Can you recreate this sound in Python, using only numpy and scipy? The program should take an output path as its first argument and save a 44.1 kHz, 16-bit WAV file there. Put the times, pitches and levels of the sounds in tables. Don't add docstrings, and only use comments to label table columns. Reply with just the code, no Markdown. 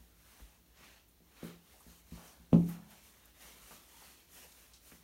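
import sys
import numpy as np
from scipy import signal
from scipy.fft import rfft, irfft
from scipy.io import wavfile
from scipy.ndimage import uniform_filter1d

SR = 44100
rng = np.random.default_rng(int(sys.argv[2]) if len(sys.argv) > 2 else 0)


def file_out(sig):
    cols = np.atleast_2d(sig).T
    lim = np.clip(cols, -1, 1)
    pcm = np.round(lim * 32767).astype(np.int16)
    wavfile.write(sys.argv[1], SR, pcm)


N = 221852
T, HZ = np.arange(N) / SR, np.fft.rfftfreq(N, 1 / SR)
BOOM_HZ = 171

# peak_s, rise_s, fall_s, cloth_db, fleece_db
STROKES = [(0.005, 0.082, 0.11, -72, -72.2), (0.299, 0.13, 0.21, -65.5, -65.8),
           (0.392, 0.025, 0.23, -71, -70.5), (0.829, 0.081, 0.16, -59, -68.5),
           (1.446, 0.1, 0.11, -57.5, -64.5), (1.727, 0.09, 0.038, -66, -69), (1.892, 0.2, 0.16, -66, -64.2),
           (2.155, 0.075, 0.1, -60, -62), (2.256, 0.042, 0.11, -63.5, -61.5),
           (2.581, 0.066, 0.111, -69.5, -66.5), (2.682, 0.025, 0.085, -59.5, -59.5),
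           (2.911, 0.023, 0.13, -62.5, -66), (3.044, 0.022, 0.091, -69, -62.5),
           (3.431, 0.043, 0.15, -59.5, -59), (3.719, 0.17, 0.091, -59.5, -58.5),
           (4.043, 0.23, 0.14, -62, -60.5), (4.359, 0.044, 0.14, -60.5, -56.5),
           (4.583, 0.11, 0.13, -66, -63.5), (4.874, 0.053, 0.12, -65, -60.5)]
STALLS = [.616, .734, 1.06, 2.041, 2.488, 3.33, 4.272, 4.798]
# freq_hz, level_db
CLOTH_EQ = [(60, -17), (170, 1.5), (330, -2.5), (800, -0.5), (1600, -0.5), (3000, -1.5), (6000, -6.5),
            (9000, -14), (16000, -17)]
# freq_hz, level_db
FLEECE_EQ = [(200, -26.5), (1500, -23), (3500, -8), (6000, 1.5), (9000, 2.5), (12500, 2), (16000, -3)]
# start_s, level_db, lowpass_hz, push_db (relative to the hit)
KNOCKS = [ (0.002, -37.5, 200, 15.5), (0.4, -37.5, 1400, -8), (0.419, -41, 101, 28.5), (0.808, -40, 900, 0),
          (1.203, -40, 544, 3), (1.429, -20, 940, -3), (1.863, -32.5, 513, 8), (2.119, -22, 240, 8),
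          (2.151, -29, 160, 14.5), (2.398, -35, 250, 13), (2.521, -15.5, 217, -19.5),
          (2.529, 0.5, 2530, -4), (3.708, -36.5, 2500, 3), (4.919, -34, 5000, 7)]
# pitch_hz, level_db, t60_s
MODES = [(56, -42, .65), (91, -29.5, 0.29), (122.2, -26, 0.22), (BOOM_HZ, -14, 0.44), (208, -39, 0.96),
         (227.5, -13, 0.17), (256, -30.5, .31), (287, -28, .31), (326, -27.5, .23), (381, -40, .28),
         (414, -36, .26), (555, -31, 0.17), (614, -39, 0.2), (697, -45, 0.28), (778, -50, .25),
         (855, -49, .26), (1048, -53, .25)]
# freq_hz, level_db
THUD_EQ = [(30, -54.5), (90, -9.5), (150, -2), (230, 5), (370, -9), (500, 1), (750, -12.5), (1250, -21),
           (1850, -52), (2700, -35), (4500, -54), (15000, -13.5)]
# freq_hz, level_db
REVERB_EQ = [(40, -42), (150, -3), (290, -1.5), (390, 0.5), (520, -6), (800, -12.5), (1200, -20.5),
             (1800, -33.5), (2900, -25), (4500, -26.5), (15000, -13)]
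# freq_hz, t60_s
REVERB_DECAY = [(60, 0.93), (200, 0.72), (450, .32), (1100, 0.26), (3000, 0.23), (12000, 0.15)]
# start_s, level_db, centre_hz, width_octaves, decay_s
SCUFFS = [ (0.395, -62, 1200, 0.73, 0.0088), (0.769, -66, 3200, 1.2, .04), (1.084, -68, 11000, .5, 0.026),
          (1.428, -46, 346, 0.47, 0.05), (1.438, -57, 12000, 0.58, 0.046), (1.738, -63, 656, 0.46, 0.033),
          (1.805, -57, 930, 0.29, 0.014), (1.8, -61, 9500, .4, .014), (1.903, -69, 6400, .07, 0.045),
          (2.17, -57, 640, 0.82, 0.11), (2.274, -64, 5800, 0.12, 0.047), (2.529, -47, 2760, 0.34, 0.0064),
          (2.686, -50.5, 13500, 0.5, 0.032), (2.686, -55, 790, 0.76, 0.088), (2.903, -61, 12500, .4, .025),
          (3.255, -54.5, 11960, 0.68, 0.0055), (3.405, -60, 3000, 1.3, 0.035),
          (3.708, -54.5, 980, 0.73, 0.027), (4.018, -60.5, 600, 0.95, 0.034),
          (4.03, -66.5, 4350, .06, 0.13), (4.446, -57, 543, 0.22, 0.0084), (4.519, -58.5, 4900, .8, 0.011),
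          (4.733, -56.5, 4860, 0.71, 0.037), (4.915, -57.5, 1430, 0.8, 0.019)]
# freq_hz, level_db
ROOM_TONE_EQ = [(20, -37), (38, 0.5), (55, 7), (90, 0.5), (130, -7.5), (300, -6.5), (600, -15), (1500, -22),
                (4000, -20), (9000, -22.5), (15500, -17.5)]
# centre_hz, width_hz, gain_db
PORT_NOTCHES = [(4890, 440, -2.5), (7730, 570, -3), (10440, 360, -4.5)]


def rubbing():
    snug_span_s, snug_fade_s, cloth_lag_s = (3.33, 4.13), 1.34, 0.008
    snug = np.exp(-((T - np.clip(T, *snug_span_s)) / snug_fade_s) ** 2)
    cloth_power = amp(-82.5) ** 2 + (amp(-68) * snug) ** 2
    fleece_power = amp(-86) ** 2 + (amp(-70) * snug) ** 2
    for peak_s, rise_s, fall_s, cloth_db, fleece_db in STROKES:
        cloth_power += (amp(cloth_db) * swell(peak_s + cloth_lag_s, rise_s, fall_s)) ** 2
        fleece_power += (amp(fleece_db) * swell(peak_s, rise_s, fall_s)) ** 2
    stall_depth_db, stall_width_s = -4.5, 0.021
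    stall_db = stall_depth_db * sum(np.exp(-((T - s) / stall_width_s) ** 2) for s in STALLS)
    grip = wander(rate_hz=18)
    cloth = coloured(fibres(snags_per_s=840, snag_db=-8.5), CLOTH_EQ)
    cloth = patchy_rub(cloth, depth_db=1.92)
    cloth *= np.sqrt(cloth_power) * amp(stall_db + 0.57 * grip)
    fleece = coloured(fibres(snags_per_s=450, snag_db=-12), FLEECE_EQ)
    fleece = patchy_rub(fleece, depth_db=1.0)
    fleece *= np.sqrt(fleece_power) * amp(stall_db + 0.5 * grip)
    return cloth + fleece


def swell(peak_s, rise_s, fall_s):
    away_s = abs(T - peak_s)
    return np.exp(-np.where(T < peak_s, (away_s / rise_s) ** 1.26, (away_s / fall_s) ** 2.15))


def fibres(snags_per_s, snag_db):
    snags = rng.standard_normal(N) * (rng.random(N) < snags_per_s / SR)
    snags *= amp(-np.minimum(rng.exponential(1, N), 4))
    return rng.standard_normal(N) + amp(snag_db) * unit_rms(snags)


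def patchy_rub(rub, depth_db):
    bands = signal.stft(rub, SR, nperseg=512)[2]
    patches = uniform_filter1d(rng.standard_normal(bands.shape), size=4, axis=0)
    patches = unit_rms(uniform_filter1d(patches, size=18, axis=1))
    return unit_rms(signal.istft(bands * amp(depth_db * patches), SR, nperseg=512)[1][:N])


def floor_knocks():
    t, out = T[:SR], np.zeros(N)
    thud = amp(-5.5) * board_thud(lag_at_1khz_s=0.001)
    ring = sum(amp(db - 60 * t / t60_s) * np.sin(2 * np.pi * hz * t) for hz, db, t60_s in MODES)
    ring *= 1 - np.exp(-(t / 0.0026) ** 2)
    weight = amp(-32.5) * (t / 0.012) * np.exp(1 - t / 0.012)
    for start_s, level_db, lowpass_hz, push_db in KNOCKS:
        ring_db = -1.5 + 0.26 * level_db
        push_hz = 98.7 * 2 ** (level_db / 43.5)
        knock = amp(-28.5) * room_reverb()
        add(knock, 0.002, amp(ring_db) * ring)
        for delay_s, gain_db in [(0, 1.5), (0.0135, -24), (0.0305, -14)]:
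            add(knock, delay_s, amp(gain_db) * thud)
        knock = signal.lfilter(*signal.butter(2, lowpass_hz, fs=SR), knock)
        push = amp(push_db) * weight * np.sin(2 * np.pi * push_hz * t)
        add(out, start_s, amp(level_db) * (knock + push))
    return out


def board_thud(lag_at_1khz_s, size=8192):
    hz = abs(np.fft.fftfreq(size, 1 / SR))
    log_gain = np.log(amp(curve_at(THUD_EQ, hz)))
    log_spectrum = np.conj(signal.hilbert(log_gain))
    bending_phase = 4 * np.pi * lag_at_1khz_s * np.sqrt(1000 * hz)
    wave = irfft(np.exp(log_spectrum - 1j * bending_phase)[:size // 2 + 1])
    return wave / abs(wave).max()


def scuffs():
    out = np.zeros(N)
    for start_s, level_db, centre_hz, width_octaves, decay_s in SCUFFS:
        band = np.exp(-0.5 * (np.log2((HZ + 1) / centre_hz) / width_octaves) ** 2)
        slips = filtered_noise(band)[:SR // 2]
        age = T[:SR // 2] / decay_s
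        attack = 1 - np.exp(-age / 0.04)
        add(out, start_s, amp(level_db) * slips * attack * np.exp(-age))
    return out


def room_reverb():
    noise = coloured(rng.standard_normal(N), REVERB_EQ)[:SR]
    hz, t, bands = signal.stft(noise, SR, nperseg=512)
    decay = amp(-60 * t / curve_at(REVERB_DECAY, hz)[:, None])
    tail = signal.istft(bands * decay, SR, nperseg=512)[1][:SR]
    return tail * (1 - np.exp(-(T[:SR] / 0.0051) ** 2))


def room_murmur():
    return amp(-80) * wander(rate_hz=5.4) * np.sin(2 * np.pi * BOOM_HZ * T)


def room_tone():
    hum_hz = 59.2 + 2.5 * wander(rate_hz=4.6)
    waver_db = 2.2 * wander(rate_hz=5)
    hum = np.sqrt(2) * np.sin(2 * np.pi * np.cumsum(hum_hz) / SR) * amp(waver_db)
    air = coloured(rng.standard_normal(N), ROOM_TONE_EQ)
    return amp(-66.5) * air + amp(-73.5) * hum


def amp(db):
    return 10 ** (np.asarray(db) / 20)


def unit_rms(x):
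    return x / np.sqrt(np.mean(x ** 2) + 1e-20)


def curve_at(points, hz):
    freq_hz, value = np.transpose(points)
    return np.interp(np.log(hz + 1), np.log(freq_hz + 1), value)


def add(mix, start_s, sound):
    part = mix[round(start_s * SR):][:len(sound)]
    part += sound[:len(part)]


def coloured(x, eq):
    return unit_rms(irfft(rfft(x) * amp(curve_at(eq, HZ)), N))


def filtered_noise(gain):
    return unit_rms(irfft(rfft(rng.standard_normal(N)) * gain, N))


def wander(rate_hz):
    return filtered_noise(1 / (1 + (HZ / rate_hz) ** 2))


def scene():
    return (rubbing() + room_murmur() + scuffs() + floor_knocks() + room_tone())[None]


def record(dry):
    low_cut_hz, high_cut_hz = 38, 15860
    port = amp(sum(db * np.exp(-((HZ - hz) / width_hz) ** 2) for hz, width_hz, db in PORT_NOTCHES))
    low_cut = 1 / (1 + (low_cut_hz / (HZ + 1)) ** 8)
    high_cut = signal.firwin(801, high_cut_hz, window=("kaiser", 9), fs=SR)
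    heard = irfft(rfft(dry) * port * low_cut, N)
    return signal.oaconvolve(heard, high_cut[None], "same")


dry = scene()
out = record(dry)
file_out(out)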